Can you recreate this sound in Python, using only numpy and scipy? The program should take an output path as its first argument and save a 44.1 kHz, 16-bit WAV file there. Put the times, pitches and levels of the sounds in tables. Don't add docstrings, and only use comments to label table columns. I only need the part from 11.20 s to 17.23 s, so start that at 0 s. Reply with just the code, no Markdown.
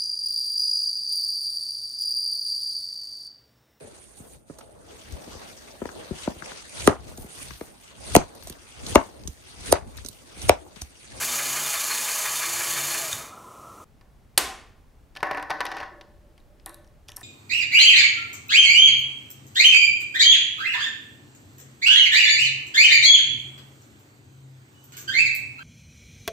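import sys
import numpy as np
from scipy import signal
from scipy.fft import rfft, irfft, next_fast_len
from scipy.io import wavfile
from scipy.ndimage import map_coordinates

SR = 44100
rng = np.random.default_rng(int(sys.argv[2]) if len(sys.argv) > 2 else 0)


def natural_amplitude(level_db):
    exponent = np.asarray(level_db, float) / 20
    return 10 ** exponent


def wav_out(sig):
    wavfile.write(sys.argv[1], SR, np.round(np.clip(np.atleast_2d(sig).T, -1, 1) * 32767).astype(np.int16))


N = 265967
TIME = np.arange(N) / SR


def unit(x):
    return x / np.sqrt(np.mean(x ** 2) + 1e-20)


def noise():
    return rng.standard_normal(N)


def along(points, hz):
    f, v = np.transpose(points)
    return np.interp(np.log(hz + 1), np.log(f + 1), v)


def wobble(rate):
    return map_coordinates(rng.standard_normal(int(N * rate / SR) + 4), [TIME * rate])


def spell(start, end, edge):
    return np.clip(np.minimum(TIME - start, end - TIME) / edge + 0.5, 0, 1)


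def after(s):
    return np.clip(TIME - s, 0, None)


def filtered(x, response):
    m = next_fast_len(N + SR // 2)
    gain = response(np.fft.rfftfreq(m, 1 / SR))
    gain = unit(np.abs(gain)) * np.exp(1j * np.angle(gain))
    return irfft(rfft(x, m) * gain, m)[..., :N]


def prompt(gain):
    cepstrum = irfft(np.log(np.abs(gain) + 1e-6))
    cepstrum[1:len(gain) - 1] *= 2
    cepstrum[len(gain):] = 0
    return np.exp(rfft(cepstrum))


def colour(points):
    return lambda f: prompt(natural_amplitude(along(points, f)))


def modes(table):
    def response(f):
        total = 0
        for k, (hz, width, db) in enumerate(table):
            total = total + (-1) ** k * natural_amplitude(db) * 1j * f * width / (hz * hz - f * f + 1j * f * width)
        return total
    return response


def steep(table):
    return lambda f: prompt(modes([(hz, width, db / 2) for hz, width, db in table])(f) ** 2)


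def blurred(table, times):
    def response(f):
        power = sum(np.abs(steep([(hz, width * times, db)])(f)) ** 2 for hz, width, db in table)
        return prompt(np.sqrt(power))
    return response


def grit(spread_db):
    return unit(noise() * natural_amplitude(spread_db * wobble(2500)))


def contacts(times, levels_db, t60s):
    force = np.zeros((2, N + SR))
    t = np.arange(SR // 20) / SR
    for s, db, t60 in zip(times, levels_db, np.broadcast_to(t60s, len(times))):
        jolt = rng.standard_normal(len(t)) * natural_amplitude(3.5 * rng.standard_normal(len(t)))
        burst = natural_amplitude(db - 60 * t / t60) * (1 - np.exp(-t / 0.00056)) * jolt
        start = round(s * SR)
        force[0, start:start + len(t)] += burst
        force[1, start] += np.linalg.norm(burst)
    return force[:, :N]


# frequency in Hz, level in dB per Hz.
ROOM_TONE = [(15, -17.5), (25, -5), (61, -8.5), (161, -18), (179, -19.5), (284, -22.5), (316, -25.5),
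             (449, -26), (587, -29), (834, -29), (905, -32), (3780, -44.5), (15800, -52)]
# frequency in Hz, likeness from 0 to 1.
LIKENESS = [(60, 0.71), (240, 0.92), (950, 0.34), (3770, 0.66), (15000, 0.72)]


def room_tone():
    def mid_and_side(hz):
        turn = np.arccos(np.clip(along(LIKENESS, hz), -1, 1)) / 2
        return natural_amplitude(along(ROOM_TONE, hz)) * [np.cos(turn), np.sin(turn)]
    mid, side = filtered(rng.standard_normal((2, N)), mid_and_side)
    return natural_amplitude(-55.5) * unit(np.array([mid + side, mid - side]))


# frequency in Hz, level in dB per Hz.
FAN_AIR = [(15, -54), (25, -16.5), (82, -3.5), (150, -7), (330, -6), (650, -6), (900, -10), (1280, -2.5),
           (1500, -22.5), (2500, -23), (4900, -28.5), (5900, -21.5), (9000, -23.5), (15800, -31.5)]
# frequency in Hz, level in dB.
FAN_DUCT = [(850, -24), (940, -22), (1010, 4), (1100, -7), (1270, 3), (1400, -1), (1460, -23)]


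def fan():
    duct = unit(filtered(noise(), colour([(800, -120)] + FAN_DUCT + [(1550, -120)])))
    air = unit(filtered(noise(), colour(FAN_AIR)))
    duct_db = -3.5 - 6 * spell(-1, 2.07, 0.04)
    level_db = -47 - 4 * spell(0.38, 1.34, 0.42)
    return natural_amplitude(level_db) * (natural_amplitude(duct_db) * duct + natural_amplitude(-2.0) * air)


# start in seconds, peak in dB, pitch in Hz, t60 in seconds.
DESK_THUMPS = [
    (1.933, -33.5, 107, 0.081),
    (3.22, -42, 61.6, .4),
    (4.027, -33, 151, 0.04),
    (4.111, -42, 149, 0.083),
    (4.306, -38.5, 152, 0.066),
    (5.889, -44, 102, 0.12),
]
# start in seconds, level in dB.
DRAWER_NUDGES = [
    (4.7, -49),
    (5.03, -64),
    (5.29, -63),
    (5.47, -51.5),
]


def desk():
    t60, rise = 0.9, 0.015
    sound = 0
    for s, db, hz, thump_t60 in DESK_THUMPS:
        since = after(s)
        swell = natural_amplitude(db - 60 * since / thump_t60) * (1 - np.exp(-since / 0.0039))
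        sound = sound + swell * np.sin(2 * np.pi * hz * since)
    note = unit(filtered(noise(), steep([(333, 40, -3), (588.5, 45, 0)])))
    nudged = sum(natural_amplitude(db - 60 * after(s) / t60) * (1 - np.exp(-after(s) / rise)) for s, db in DRAWER_NUDGES)
    return sound + nudged * note


# frequency in Hz, width in Hz, level in dB.
FRAME_MODES = [(293, 13, -9), (330, 4.7, -5), (426, 50, -11), (588, 26, -3), (767, 49, -1), (978, 68, -2),
               (1104, 43, -0.5), (1283, 73, -6), (1415, 240, -9), (1507, 72, -2), (1756, 44, 0.5),
               (1934, 65, -4.5), (2282, 320, -19.5), (2780, 160, -17)]
# frequency in Hz, level in dB.
FRAME_BULK = [(200, -26.5), (500, -21), (1500, -17), (2050, -11.5), (2400, -16.5), (3000, -26), (5700, -35),
              (9000, -48)]


def beams(f):
    main = np.abs(modes(FRAME_MODES)(f) / (1 + 1j * f / 4500) ** 2)
    return prompt(np.hypot(main, natural_amplitude(along(FRAME_BULK, f) - 4.5)))


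# start in seconds, high ring in dB, low ring in dB over the high,
# frame in dB over the high.
GEAR_BOUNCES = [(5.2007, -62, 10, -3), (5.46, -25, -4, -7), (5.4738, -48.5, 0, 10),
                (5.4935, -35.5, -3.5, -5.5), (5.5434, -37, -4, -30), (5.5677, -52, -11, -22),
                (5.5847, -64, 9, 1), (5.6133, -72, 2, -3), (5.9631, -29, -28, -36),
                (5.9668, -21.5, -28, -22), (6.0106, -34, -16, -8)]
# start in seconds, high ring in dB, low ring in dB over the high,
# frame in dB over the high.
BUSH_BOUNCES = [(5.6447, -60.5, 1.5, -3), (5.6674, -64.5, -8.5, -23), (5.675, -58, -9, -14),
                (5.8815, -50, 2, -5), (5.8845, -38.5, 7, 1), (5.8913, -39, 4, -20), (5.901, -48, -15, -13),
                (5.9179, -42.5, 7.5, -14), (5.9705, -43.5, -16, 6), (5.9783, -51.5, -14, -2),
                (5.9932, -54, -9, 7), (6.007, -52, -4, -12)]
# frequency in Hz, width in Hz, level in dB.
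PART_HIGH = [(7700, 950, -0.5), (8900, 590, 11.5), (9900, 1100, 2), (11270, 640, 11), (13600, 2460, -4)]
# frequency in Hz, width in Hz, level in dB.
PART_MID = [(4660, 910, -1.5), (5650, 450, 9), (6750, 1700, -6.5)]
# frequency in Hz, width in Hz, level in dB.
GEAR_LOW = [(2830, 570, -15), (3930, 390, 3)]
# frequency in Hz, width in Hz, level in dB.
BUSH_LOW = [(2250, 530, -8), (3100, 670, 9.5), (3990, 810, -2.5)]


def loose_parts():
    sound = 0
    for bounces, low, mid_db in [(GEAR_BOUNCES, GEAR_LOW, -10.5), (BUSH_BOUNCES, BUSH_LOW, 5.5)]:
        s, db, low_db, frame_db = np.transpose(bounces)
        for over_db, body, t60 in [(0, PART_HIGH, 0.007), (low_db, low, 0.008), (mid_db, PART_MID, 0.007)]:
            burst, click = contacts(s, db + over_db + 0.1, t60)
            ring = filtered(burst, steep(body))
            sound = sound + np.array([ring, natural_amplitude(-5.0) * filtered(click, blurred(body, 2.9))])
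        sound = sound + filtered(contacts(s + 0.00287, db + frame_db - 5.0, 0.04), beams)
        tap = filtered(contacts(s, db - 17, 0.0045), colour(SNAP_TONE))
        sound = sound + natural_amplitude([[0], [-6]]) * tap
    return sound


# start in seconds, crack in dB, frame in dB over the crack, tick in dB over # the
KNOCKS = [(2.8106, -49, -1, -15), (3.9519, -36, -12, -19), (3.9621, -29, -3.5, -21),
          (3.9697, -28, -7.5, -16), (4.004, -36, -5, -18), (4.0289, -24, 12.5, -9), (4.0533, -41, 5, -16),
          (4.0696, -39, 10, -13), (4.111, -26.5, 11.5, -11.5), (4.1314, -41, 7, -21),
          (4.1468, -40, 18, -11), (4.1964, -41, 15.5, -10), (4.2262, -30.5, 4.5, -11.5),
          (4.298, -36.5, 13.5, -13), (4.4529, -22.5, -2, -10.5), (4.4643, -21, -7, -25),
          (4.5835, -38, -6, -19), (4.6303, -39, 12.5, -16), (4.8108, -33.5, -10, -23),
          (5.178, -45, -10, -12), (5.397, -50, -14, -23.5)]
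# start in seconds, crack in dB, frame in dB
# over the crack, lag of the second edge in seconds.
ROCKS = [
    (4.1725, -32, 10.5, .006),
    (4.3039, -19.5, 5, .0066),
    (4.4051, -19, 2.5, .006),
    (4.516, -28, 2.5, .0063),
    (4.568, -31, 2.5, .0044),
    (4.6018, -32, 3, .0085),
]
# frequency in Hz, level in dB per Hz.
CRACK_TONE = [(900, -31.5), (2000, -1.5), (2800, 1), (3400, -4.5), (4900, -5.5), (6000, -10.5), (7200, -23),
              (16000, -58.5)]
# frequency in Hz, level in dB per Hz.
TICK_TONE = [(4000, -20), (7000, -2), (9500, 3.5), (12000, 3), (14000, -19), (16000, -17)]


def dragging():
    start, end = 4.383, 4.62
    growth_db = 36 * (after(start) - after(end))
    level_db = -34 + growth_db - 244 * after(end)
    crackle = unit(filtered(grit(4) * natural_amplitude(3 * wobble(120)), colour(CRACK_TONE)))
    scrape = unit(filtered(grit(4.5), beams)) + natural_amplitude(-13) * crackle
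    return spell(start, end + 0.2, 0.026) * natural_amplitude(level_db - 13.5) * scrape * natural_amplitude([[0.5], [-3]])


def frame():
    touches = list(KNOCKS)
    for s, db, frame_db, lag in ROCKS:
        touches.append((s, db, frame_db, -14))
        touches.append((s + lag, db - 4.5, frame_db + 0.5, -14 - 12))
    s, db, frame_db, tick_db = np.transpose(touches)
    t60 = 0.027
    crack = filtered(contacts(s, db - 9.5, t60 * 0.99), colour(CRACK_TONE)) * natural_amplitude([[1.5], [-3]])
    tick = filtered(contacts(s, db + tick_db + 2.5, t60 * 0.31), colour(TICK_TONE)) * natural_amplitude([[0], [-7]])
    burst, click = contacts(s, db + frame_db + 0.3, t60 * 1.196)
    ring = filtered(np.array([0.61 * burst + 0.25 * click, click]), beams)
    return crack + tick + ring + dragging()


# start in seconds, peak in dB, t60 in seconds.
SNAP_BURSTS = [
    (3.1763, -3.5, 0.024),
    (3.179, -8.5, 0.0078),
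    (3.184, -22.5, 0.013),
]
# frequency in Hz, level in dB per Hz.
SNAP_TONE = [(60, -51), (180, -31.5), (600, -6.5), (1400, -6.5), (3000, -2), (4700, 0), (6200, -9.5),
             (10500, 1), (13500, -7.5), (16000, -17)]
# frequency in Hz, level in dB per Hz.
SNAP_ROOM = [(60, -41), (230, -2), (600, -3), (1050, -1), (2000, -2), (4700, -6), (10500, -7.5),
             (16000, -15)]
# frequency in Hz, width in Hz, level in dB.
SHUDDER_MODES = [(775, 30, -1), (1048, 36, 0)]


def snap():
    burst, click = contacts(*np.transpose(SNAP_BURSTS))
    shudder = spell(3.245, 3.335, 0.03) * natural_amplitude(-42.5) * unit(filtered(grit(2.6), steep(SHUDDER_MODES)))
    return filtered(burst, colour(SNAP_TONE)) + shudder, filtered(click, colour(SNAP_ROOM)) + 0.48 * shudder


def shaft_angle():
    return 2 * np.pi * np.cumsum(140.7 - 0.9 * TIME) / SR


# start in seconds, end in seconds, shaft hum in dB,
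# first plate mode in dB, second plate mode in dB.
PRESSES = [
    (-.1, 0.494, -56, -56.5, -56.5),
    (0.634, .87, -66, -59, -58.5),
    (0.967, 1.24, -60, -77, -64),
    (1.255, 1.42, -53, -72, -49.5),
    (1.457, 1.71, -53, -56, -48),
    (1.727, 2.034, -55.5, -61.5, -56),
]
# frequency in Hz, width in Hz, level in dB.
PLATE_MODES = [(243.5, 11, 0), (341.7, 16, -1)]


def pressed_plate():
    shaft, *plate = natural_amplitude(-75) + sum(spell(a, b, 0.05) * natural_amplitude(dbs)[:, None] for a, b, *dbs in PRESSES)
    sound = shaft * natural_amplitude(2.5 * wobble(8.7)) * np.sin(shaft_angle() + 1.1 * wobble(14))
    for gain, (hz, width, db) in zip(plate, PLATE_MODES):
        tone = np.sin(2 * np.pi * hz * TIME + 0.8 * wobble(width))
        sound = sound + gain * natural_amplitude(db + 0.5 + 2.6 * wobble(14)) * tone
    return (TIME < PRESSES[-1][1] + 0.05) * sound


def bearing_squeak():
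    start, end = 1.8, 1.91
    slowing = after(start)
    level_db = -38 - 1.5 - 65 * slowing + 1.5 * wobble(50)
    phase = 2 * np.pi * np.cumsum(682 - 650 * slowing) / SR
    return spell(start, end, 0.025) * natural_amplitude(level_db) * np.sin(phase)


# frequency in Hz, width in Hz, level in dB.
TEETH_MODES = [(2946, 590, -8), (3550, 440, -10), (4540, 960, -8), (6030, 640, -3.5), (6790, 830, -1),
               (8560, 1500, -6.5), (10640, 1680, -3.5), (12640, 2900, -4.5), (14100, 3300, -7.5)]
# frequency in Hz, width in Hz, level in dB.
HOUSING_MODES = [(437, 96, -9.5), (577, 21, -3.5), (655, 56, -5.5), (841, 24, -1.5), (973, 49, -5),
                 (1108, 48, -2), (1246, 86, -3.5), (1663, 168, -7), (1859, 10.8, 1), (2070, 180, -8.5),
                 (2442, 39, -1.5)]
# frequency in Hz, width in Hz, level in dB.
JOLT_MODES = [(1077, 220, -6.5), (1700, 438, 1), (2180, 435, 7.5), (2470, 635, 2.5)]
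# frequency in Hz, width in Hz, level in dB over the rattle.
AXLE_RINGS = [(1146.5, 39, -18), (1726, 28, -24), (2383, 190, -22), (3080, 33, -24), (3600, 260, -17),
              (4296, 240, -16)]
# start in seconds, peak in dB, t60 in seconds.
LAST_TEETH = [
    (1.929, -12.5, 0.0082),
    (2.066, -45.5, .004),
]
# frequency in Hz, width in Hz, level in dB.
LATCH_MODES = [(1400, 300, -4), (3700, 270, 11.5), (6100, 500, 5), (7000, 500, 3), (8300, 800, 1),
               (12000, 3000, -19)]


def motor():
    power_off, locked = 1.74, 1.95
    dying_db = -29 * after(power_off) - 88 * after(locked)
    housing_db = -6 - (1 - 0.6) * dying_db
    turn = 2 * np.pi * 5.79 * (TIME - 0.025)
    spin = shaft_angle()
    tight = np.exp(5 * (np.cos(turn) - 1)) * (TIME < 1.85)
    fast = np.cos(5 * turn + 0.67)
    swell_db = 1.4 * fast + 0.26 * np.cos(3 * turn + 0.54) + 0.59 * np.cos(spin)
    teeth = grit(1.4) * natural_amplitude(swell_db + 1.02 * wobble(40.2))
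    force = grit(3.1) * natural_amplitude(0.68 * fast + 2.3 * tight + 0.69 * np.cos(spin) + 0.12 * wobble(30))

    def housing_response(f):
        return modes(HOUSING_MODES)(f) * (1j * f / (380 + 1j * f)) ** 2
    train = unit(filtered(teeth, modes(TEETH_MODES)))
    train = train + natural_amplitude(housing_db - 2.5) * unit(filtered(force, housing_response))
    train = train + natural_amplitude(-18) * unit(filtered(tight * grit(4.2), steep(JOLT_MODES)))
    for hz, width, db in AXLE_RINGS:
        train = train + natural_amplitude(db + 3.5 * wobble(45)) * unit(filtered(force, steep([(hz, width, 0)])))
    last = filtered(contacts(*np.transpose(LAST_TEETH)).sum(axis=0) * 0.65, steep(LATCH_MODES))
    fade = np.clip((2.12 - TIME) / 0.033, 0, 1)
    return fade * natural_amplitude(-29.5 + dying_db) * train + last


# frequency in Hz, t60 in seconds.
WALLS = [(150, .6), (1000, .62), (3000, .54), (6000, .46), (9000, .4), (12000, .32), (15500, .2)]


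def room(direct, spread, wet_db, wide_db, pan_db):
    hz, t, z = signal.stft(rng.standard_normal((2, SR)), SR, nperseg=256)
    decay = natural_amplitude(-60 * t / along(WALLS, hz)[:, None])
    mid, side = signal.istft(z * decay, SR, nperseg=256)[1]
    side = natural_amplitude(wide_db) * side
    tail = np.array([mid + side, mid - side]) / np.linalg.norm(mid)
    wet = signal.fftconvolve(np.pad(spread, (120, 0))[None], tail, axes=1)[:, :N]
    edges = rng.standard_normal(SR // 50) * natural_amplitude(-60 * TIME[:SR // 50] / 0.008)
    scatter = signal.fftconvolve(direct, edges / np.linalg.norm(edges))[:N]
    near = filtered(scatter, lambda f: (1j * f / (9000 + 1j * f)) ** 2)
    both = direct + natural_amplitude(wide_db - 5.5) * near * [[1], [-1]] + natural_amplitude(wet_db) * wet
    return both * natural_amplitude([[pan_db / 2], [-pan_db / 2]])


TAIL_CHANGES = [
    4.16,
    4.29,
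    4.39,
    4.55,
]


def scene():
    drive = motor()
    running = room(drive, drive, wet_db=-8, wide_db=-120, pan_db=-2.0)[0]
    running = running + pressed_plate() + bearing_squeak() + fan()
    handled = frame()
    place = np.searchsorted(TAIL_CHANGES, TIME)
    handling = room_tone()
    for k in range(len(TAIL_CHANGES) + 1):
        handling = handling + room(*(handled * (place == k)), wet_db=-8.5, wide_db=-11, pan_db=1.1)
    handling = handling + room(*snap(), wet_db=-10, wide_db=-11.0, pan_db=0.1)
    handling = handling + room(*loose_parts(), wet_db=-6.0, wide_db=-11.5, pan_db=0.9)
    return np.where(TIME < 2.643, running, handling) + desk()


# frequency in Hz, level in dB.
BAND_LIMIT = [(100, 0), (15750, 0), (16000, -25), (16800, -70), (22050, -90)]


def roll_off(x):
    return signal.sosfilt(signal.butter(12, 16780, fs=SR, output="sos"), x)


def record(dry):
    held = dry / (1 + np.abs(dry / 0.7) ** 4) ** 0.25
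    return roll_off(filtered(held, colour(BAND_LIMIT)))


dry = scene()
out = record(dry)
wav_out(out)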